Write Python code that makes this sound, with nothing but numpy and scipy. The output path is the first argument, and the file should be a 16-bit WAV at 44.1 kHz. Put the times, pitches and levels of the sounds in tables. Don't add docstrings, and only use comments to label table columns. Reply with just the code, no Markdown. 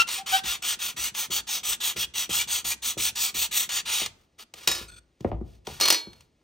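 import sys
import numpy as np
from scipy import signal
from scipy.fft import rfft, irfft, next_fast_len
from scipy.io import wavfile
from scipy.ndimage import uniform_filter1d

SR = 44100
rng = np.random.default_rng(int(sys.argv[2]) if len(sys.argv) > 2 else 0)


def master(y):
    cut = np.clip(np.atleast_2d(y).T, -1, 1)
    pcm = np.round(cut * 32767)
    wavfile.write(sys.argv[1], SR, pcm.astype(np.int16))


N = 283563

# start/s, stop/s, level/dB
STROKES = [(-.09, 0.038, -23.5), (0.067, 0.219, -28.5), (0.259, 0.409, -25.5), (0.433, 0.578, -26.5),
           (0.62, .759, -25.5), (0.787, 0.93, -28.5), (0.962, 1.105, -27), (1.14, 1.271, -27),
           (1.302, 1.413, -24.5), (1.467, 1.609, -27), (1.63, 1.763, -25), (1.8, 1.938, -25),
           (1.959, 2.06, -25.5), (2.136, 2.267, -26), (2.29, 2.45, -23.5), (2.471, 2.619, -25.5),
           (2.642, 2.749, -25), (2.819, 2.942, -25.5), (2.973, 3.111, -23.5), (3.151, 3.314, -24),
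           (3.34, 3.477, -24), (3.509, 3.665, -23), (3.689, 3.818, -25.5), (3.851, 4.081, -25)]
# f/Hz, level/dB
RASP_SPECTRUM = [(40, -24), (200, -40), (600, -17), (900, -10.5), (1700, -10.5), (2200, -7.5), (3300, -0.5),
                 (4200, -2.5), (5200, -4), (5900, 1), (7700, 0.5), (9000, -4), (11600, -3.5), (15700, -7)]
# f/Hz, width/Hz, gain/dB
STRIP_RESONANCES = [(824, 31, 7), (1426, 330, 6.5), (1800, 100, 1), (2560, 610, 4.5), (3420, 760, 4.5),
                    (4550, 250, 3.5), (6000, 420, 1)]
# t/s, peak/dB
TUGS = [(0.438, -41.5), (.97, -47), (1.299, -36.5), (1.961, -32.5), (2.292, -32), (2.646, -48),
        (2.969, -30), (3.347, -38.5)]
# f/Hz, level/dB
IRON_SPECTRUM = [(60, -29), (200, -11.5), (400, -6.5), (1200, -2.5), (2000, -3), (3000, -0.5), (4300, -0.5),
                 (6500, -1), (9000, -5.5), (11000, -2.5), (14000, -8.5), (16000, -12.5)]


def amp(db):
    return 10 ** (np.asarray(db) / 20)


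def unit(x):
    return x / np.sqrt(np.mean(x ** 2) + 1e-20)


def curve(points, hz):
    f, value = np.transpose(points)
    return np.interp(np.log(hz + 1), np.log(f + 1), value)


def add(mix, s, sound):
    at = round(s * SR)
    sound = sound[max(-at, 0):]
    part = mix[max(at, 0):][:len(sound)]
    part += sound[:len(part)]


def noise(seconds, gain_db, size=512):
    count = int(seconds * SR)
    hz, t, white = signal.stft(rng.standard_normal(count + size), SR, nperseg=size)
    shaped = white * amp(gain_db(hz[:, None], t[None]))
    return signal.istft(shaped, SR, nperseg=size)[1][:count]


def wobble(count, rate_hz):
    knots = np.arange(count) / SR * rate_hz
    return np.interp(knots, np.arange(count), rng.standard_normal(count))


def humps(resonances, hz):
    return sum(db / (1 + (2 * (hz - f) / width) ** 2) for f, width, db in resonances)


def grit(count, grain_db=0.5, chatter_db=1.24, grain_hz=2500, chatter_hz=170):
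    return amp(grain_db * wobble(count, grain_hz) + chatter_db * wobble(count, chatter_hz))


def sanding(glide=0.1, glide_top_hz=3500, pivot_hz=5500, dull_db=3.5, bite_s=.006, stop_curve=3.29):
    # fastest point/share of stroke, bite/dB and stop/dB against the peak
    pulls = [(0.61, -9.5, -20.5), (.43, -13.5, -20)]
    # t/s, treble slope/dB per octave
    brightness = [(.2, -2.5), (1.3, -0.74), (2.3, -0.4), (3.5, 0.54), (3.7, -2.3)]
    out = np.zeros(N)
    fine_hz = np.geomspace(200, 16000, 130)
    for k, (start, stop, db) in enumerate(STROKES):
        fastest, bite_db, stop_db = pulls[k % 2]
        length = stop - start
        rise = length * fastest
        stroke_slope = np.interp(start, *np.transpose(brightness))
        fine_db = 3.0 * rng.standard_normal(len(fine_hz))

        def colour(hz, t):
            travel = -np.cos(np.pi * np.minimum(t / length, 1))
            strip_hz = hz / (1 + (-1) ** k * glide * travel / (1 + (hz / glide_top_hz) ** 4))
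            strip_db = humps(STRIP_RESONANCES, strip_hz) + np.interp(strip_hz, fine_hz, fine_db)
            slope = stroke_slope - dull_db * (travel ** 2 - .5)
            treble_db = slope * np.log2(np.maximum(hz, 2000) / pivot_hz)
            return curve(RASP_SPECTRUM, hz) + strip_db + treble_db

        rasp = noise(length + 0.072, colour, size=1024)
        t = np.arange(len(rasp)) / SR
        speeding = bite_db * (1 - t / rise) ** 2
        braking = stop_db * (abs(t - rise) / (length - rise)) ** stop_curve
        envelope = amp(db + np.where(t < rise, speeding, braking)) * np.minimum(t / bite_s, 1)
        add(out, start, envelope * unit(rasp * grit(len(t))))
    return out


def bench_murmur(rubbing, gain_db=-44, follow=0.23):
    # f/Hz, level/dB
    spectrum = [(20, -25), (55, 5.5), (100, -5), (172, -11.5), (229, 0.5), (281, -11.5), (335, -7.5),
                (440, -6.5), (700, -15.5), (2000, -47)]
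    power = abs(uniform_filter1d(rubbing ** 2, size=1500)) + 1e-12
    rumble = unit(noise((N + 1) / SR, lambda hz, _: curve(spectrum, hz), size=2048)[:N])
    return amp(gain_db) * power ** follow * rumble


def room_tone(level_db=-70):
    # f/Hz, level/dB
    spectrum = [(20, -26), (58, -11), (110, -16), (250, -15.5), (500, -21.5), (1000, -33), (3000, -32),
                (7000, -38), (16000, -54.5)]
    return amp(level_db) * unit(noise((N + 1) / SR, lambda hz, _: curve(spectrum, hz), size=2048)[:N])


def squeals(bend=0.012, waver=.01, rough_db=2.0, peg_ring_hz=4300):
    # centre/s, half length/s, f/Hz, level/dB, second harmonic/dB against the first
    chirps = [(.008, .016, 1361, -20, 2.5), (0.207, .022, 774, -39.5, -14), (0.35, .021, 770, -24, 1),
              (0.502, .02, 1402, -39.5, -1), (2.04, 0.013, 3310, -31.5, -24),
              (2.408, 0.012, 2340, -30.5, -20), (2.723, 0.0093, 2410, -33, -20)]
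    upper_db = np.array([0, -13, -4, -7, -8])
    t, out = np.arange(N) / SR, np.zeros(N)
    for s, half, hz, db, second_db in chirps:
        near = abs(t - s) < 3 * half
        offset = (t[near] - s) / half
        pitch = hz * (1 + bend * offset + waver * wobble(len(offset), 200))
        phase = 2 * np.pi * np.cumsum(pitch) / SR
        tone = sum(amp(harmonic_db) / np.hypot(1, (k * hz / peg_ring_hz) ** 4) * np.sin(k * phase)
                   for k, harmonic_db in enumerate(np.r_[0, second_db + upper_db], 1))
        swell = np.exp(-abs(offset) ** 3)
        out[near] += np.sqrt(2) * amp(db + rough_db * wobble(len(offset), 200)) * swell * tone
    return out


def thuds(hits, lag_turns, low_hz, tail_db, tail_t60, boom_db, boom_t60=0.77, boom_hz=110, size=32768):
    out, hz, t = np.zeros(N), np.fft.rfftfreq(size, 1 / SR), np.arange(size) / SR
    for s, db, edge_hz in hits:
        thud = 1 / np.hypot(1, (hz / edge_hz) ** 6)
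        crack = amp(-24) / np.hypot(1, (hz / (3.1 * edge_hz)) ** 4)
        band = (1j * hz / (low_hz + 1j * hz)) ** 2 * (thud + crack)
        wave = irfft(band * np.exp(-2j * np.pi * lag_turns * np.log1p(hz / low_hz)))
        shake = band * rfft(rng.standard_normal(size))
        shudder = unit(irfft(shake)) * amp(tail_db - 60 * t / tail_t60) * np.minimum(t / 0.0054, 1)
        bass = unit(irfft(shake / (1 + (hz / boom_hz) ** 4)))
        boom = bass * amp(boom_db - 60 * t / boom_t60) * np.minimum(t / 0.017, 1)
        add(out, s, amp(db) * (wave / abs(wave).max() + shudder + boom))
    return out


def strip_flaps(delay_s=.012, flap_db=-51, edge_hz=530, edge_at_db=-29.5, db_per_octave=21.5):
    slack = [(stop + delay_s, flap_db) for _, stop, _ in STROKES[:-1]]
    hits = [(s, db, edge_hz * 2 ** ((db - edge_at_db) / db_per_octave)) for s, db in slack + TUGS]
    return thuds(hits, lag_turns=1.2, low_hz=110, tail_db=-6, tail_t60=0.13, boom_db=-19.5)


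def ticks(trim_db=-5, dull_db=-7.0, t60=.028, attack_s=.002):
    # t/s, level/dB before the trim
    catches = [(0.0767, -23.5), (0.0868, -16.5), (1.148, -25), (3.691, -18), (4.0601, -14.5), (4.5377, -26),
               (5.2062, -39.5), (5.669, -22), (6.1306, -38.5), (6.2059, -39.5)]
    out = np.zeros(N)
    for s, db in catches:
        snap = unit(noise(.1, lambda hz, _: curve(RASP_SPECTRUM, hz) + dull_db * np.log2(1 + hz / 2000)))
        t = np.arange(len(snap)) / SR
        add(out, s, snap * amp(db + trim_db - 60 * t / t60) * np.minimum(t / attack_s, 1))
    return out


def bench_sway(tug_delay_s=0.0202, tug_db=-45.5):
    # t/s, level/dB
    pushes = [(4.71, -48), (4.81, -43), (4.92, -46.5), (5.25, -40), (5.329, -24)]
    # f/Hz, level/dB, t60/s
    modes = [(58.6, -1.5, 0.59), (103, -4.5, .25), (166.4, -10, 0.22), (337, -17, .35)]
    out, t = np.zeros(N), np.arange(SR) / SR
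    for s, db in [(s + tug_delay_s, tug_db) for s, _ in TUGS] + pushes:
        for hz, mode_db, t60 in modes:
            add(out, s, amp(db + mode_db - 60 * t / t60) * np.sin(2 * np.pi * hz * t))
    return out


def work_thuds():
    # t/s, peak/dB, upper edge/Hz
    hits = [(4.016, -32, 804), (4.54, -45, 700), (4.675, -28.5, 500), (4.81, -40, 520), (5.205, -34, 341),
            (5.246, -15.5, 670), (5.316, -22.5, 860), (5.411, -28, 330), (5.673, -26, 930),
            (6.069, -35, 410)]
    return thuds(hits, lag_turns=1.795, low_hz=70.8, tail_db=-10, tail_t60=0.18, boom_db=-21)


def rubs(slides, resonances):
    out = np.zeros(N)
    for start, stop, db in slides:
        hiss = noise(stop - start, lambda hz, _: curve(IRON_SPECTRUM, hz) + humps(resonances, hz))
        scrape = unit(hiss * grit(len(hiss), grain_db=0.0, chatter_db=2.0))
        add(out, start, amp(db) * scrape * signal.windows.tukey(len(hiss), .65))
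    return out


def paper_brushes():
    # start/s, stop/s, level/dB
    touches = [(4.06, 4.29, -69.5), (4.378, 4.446, -44), (4.53, 4.7, -47.5), (4.72, 4.87, -43),
               (5.18, 5.33, -65), (5.43, 5.61, -65.5), (5.64, 5.83, -44.5), (6.0, 6.3, -65)]
    return rubs(touches, STRIP_RESONANCES)


def bounces(blows, gap_s, shrink, crack_loss_db, ring_loss_db, count=3):
    delays = np.r_[0, np.cumsum(gap_s * shrink ** np.arange(count - 1))]
    return [(s + delay, crack_db - k * crack_loss_db, ring_db - k * ring_loss_db)
            for s, crack_db, ring_db in blows for k, delay in enumerate(delays)]


def clanks(blows, modes, crack_t60, clatter_t60, clatter_db=-4, hiss_db=-11, scatter_db=2.5, count=110):
    out, t = np.zeros(N), np.arange(int(.4 * SR)) / SR
    hz, mode_db, t60 = np.transpose(modes)
    crowd_hz = 300 + 15000 * ((np.arange(count) + rng.random(count)) / count) ** 1.5
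    main = amp(-60 * t / t60[:, None]) * np.exp(2j * np.pi * hz[:, None] * t)
    crowd = amp(-60 * t / clatter_t60) * np.exp(2j * np.pi * crowd_hz[:, None] * t)

    def strike(waves, db):
        strength = amp(db - scatter_db * rng.standard_normal(len(db)))
        weight = strength * np.exp(2j * np.pi * rng.random(len(db)))
        return np.sqrt(2) * (weight @ waves).real / np.linalg.norm(weight)

    for s, crack_db, ring_db in blows:
        ring = strike(main, mode_db) + amp(clatter_db) * strike(crowd, curve(IRON_SPECTRUM, crowd_hz))
        burst = unit(noise(len(t) / SR + .01, lambda f, _: curve(IRON_SPECTRUM, f)))[:len(t)]
        decay = amp(crack_db - 60 * t / crack_t60) + amp(ring_db + hiss_db - 60 * t / clatter_t60)
        add(out, s, (amp(ring_db) * ring + decay * burst) * np.minimum(t / 0.00098, 1))
    return out


def handle_drop():
    # t/s, crack/dB, ring/dB
    drops = [(4.674, -13.5, -21.5)]
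    # f/Hz, level/dB, t60/s
    modes = [(339, -13, 0.29), (3014, -6.5, 0.2), (3806, 1.5, 0.21), (4290, -2.5, 0.14), (4700, -7, 0.18),
             (5184, -7.5, 0.28), (5351, -8, 0.18), (5922, -9, 0.18), (7030, -7.5, 0.25), (7150, 0, 0.23),
             (8300, -13, 0.27)]
    blows = bounces(drops, gap_s=.04, shrink=.88, crack_loss_db=9.0, ring_loss_db=6, count=4)
    return clanks(blows, modes, crack_t60=0.051, clatter_t60=0.27)


def screw_grate():
    # start/s, stop/s, level/dB
    scrapes = [(4.875, 4.91, -46.5), (4.9, 4.965, -52), (4.955, 5.0, -49.5)]
    # f/Hz, width/Hz, gain/dB
    resonances = [(1460, 170, 28.8), (2450, 250, 19), (3490, 190, 22.7), (4380, 300, 20), (6230, 200, 18),
                  (8350, 1100, 21.5)]
    return rubs(scrapes, resonances)


def jaw_rattle():
    # t/s, crack/dB, ring/dB
    knocks = [(5.8, -21.5, -30), (5.81, -17, -20.5), (5.855, -15, -28), (5.883, -13, -31), (5.902, -8, -20)]
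    # f/Hz, level/dB, t60/s
    modes = [(427, -21.5, 0.32), (1200, -22, 0.25), (2279, -14.5, 0.38), (2519, -17.5, .25),
             (2960, -17.5, 0.29), (3365, -10.5, 0.26), (3810, -10.5, 0.28), (4236, -6.5, 0.28),
             (4296, -5, 0.34), (4750, -7, 0.21), (4830, -6.5, 0.19), (5200, -6.5, 0.21), (5860, -3.5, 0.14),
             (7100, -11.5, 0.23), (8610, -10, 0.13)]
    blows = bounces(knocks, gap_s=.022, shrink=.9, crack_loss_db=6.5, ring_loss_db=3.5)
    return clanks(blows, modes, crack_t60=0.033, clatter_t60=0.21)


def stereo_ports(x):
    # f/Hz, lead of the left/rad
    lead = [(20, 0), (800, 0), (1200, .3), (1550, 2.7), (1850, 0), (3200, .8), (5000, 0), (6550, .4),
            (7060, 1.2), (7450, 3.1), (8000, 5.7), (8450, 6.2), (8900, 5.9), (10500, 3.25), (11600, 3.05),
            (13800, 0), (16000, -.5)]
    # f/Hz, left minus right/dB
    balance = [(100, 0), (350, 2), (900, 0), (1400, 7), (1800, -4), (2300, 0), (3300, 1), (6000, 0)]
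    size = next_fast_len(N + SR)
    hz = np.fft.rfftfreq(size, 1 / SR)
    left = amp(curve(balance, hz) / 2) * np.exp(.5j * curve(lead, hz))
    return irfft(rfft(x, size) * np.array([left, 1 / left]), size)[:, :N]


def room(x, early_db=-18, early_t60=0.073, late_db=-19.5):
    # f/Hz, level/dB
    early_colour = [(60, -15.5), (250, 8.5), (700, 4.5), (1500, 9), (2500, 4), (7500, -4), (15000, -8)]
    # f/Hz, t60/s
    tail_t60 = [(100, .45), (500, 0.77), (3000, 0.32), (8000, 0.27), (15000, 0.08)]
    sides, predelay = [], np.zeros(SR // 500)
    for _ in range(2):
        early = noise(.5, lambda hz, t: -60 * t / early_t60 + curve(early_colour, hz))
        late = noise(.5, lambda hz, t: -60 * t / curve(tail_t60, hz))
        echo = amp(early_db) * early / np.linalg.norm(early) + amp(late_db) * late / np.linalg.norm(late)
        sides.append(signal.fftconvolve(x, np.r_[predelay, echo])[:N])
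    return np.array(sides)


def scene():
    rubbing = sanding() + paper_brushes() + screw_grate()
    knocks = strip_flaps() + work_thuds() + bench_sway()
    iron = handle_drop() + jaw_rattle()
    direct = rubbing + knocks + iron + bench_murmur(rubbing) + squeals() + ticks()
    return stereo_ports(direct + room_tone()) + room(direct)


def record(dry, low_cut_hz=32, high_cut_hz=15850):
    dry = signal.sosfilt(signal.butter(3, low_cut_hz, "high", fs=SR, output="sos"), dry)
    band_limit = signal.firwin(511, high_cut_hz, window=("kaiser", 9), fs=SR)
    return signal.oaconvolve(dry, band_limit[None], "same")


dry = scene()
out = record(dry)
master(out)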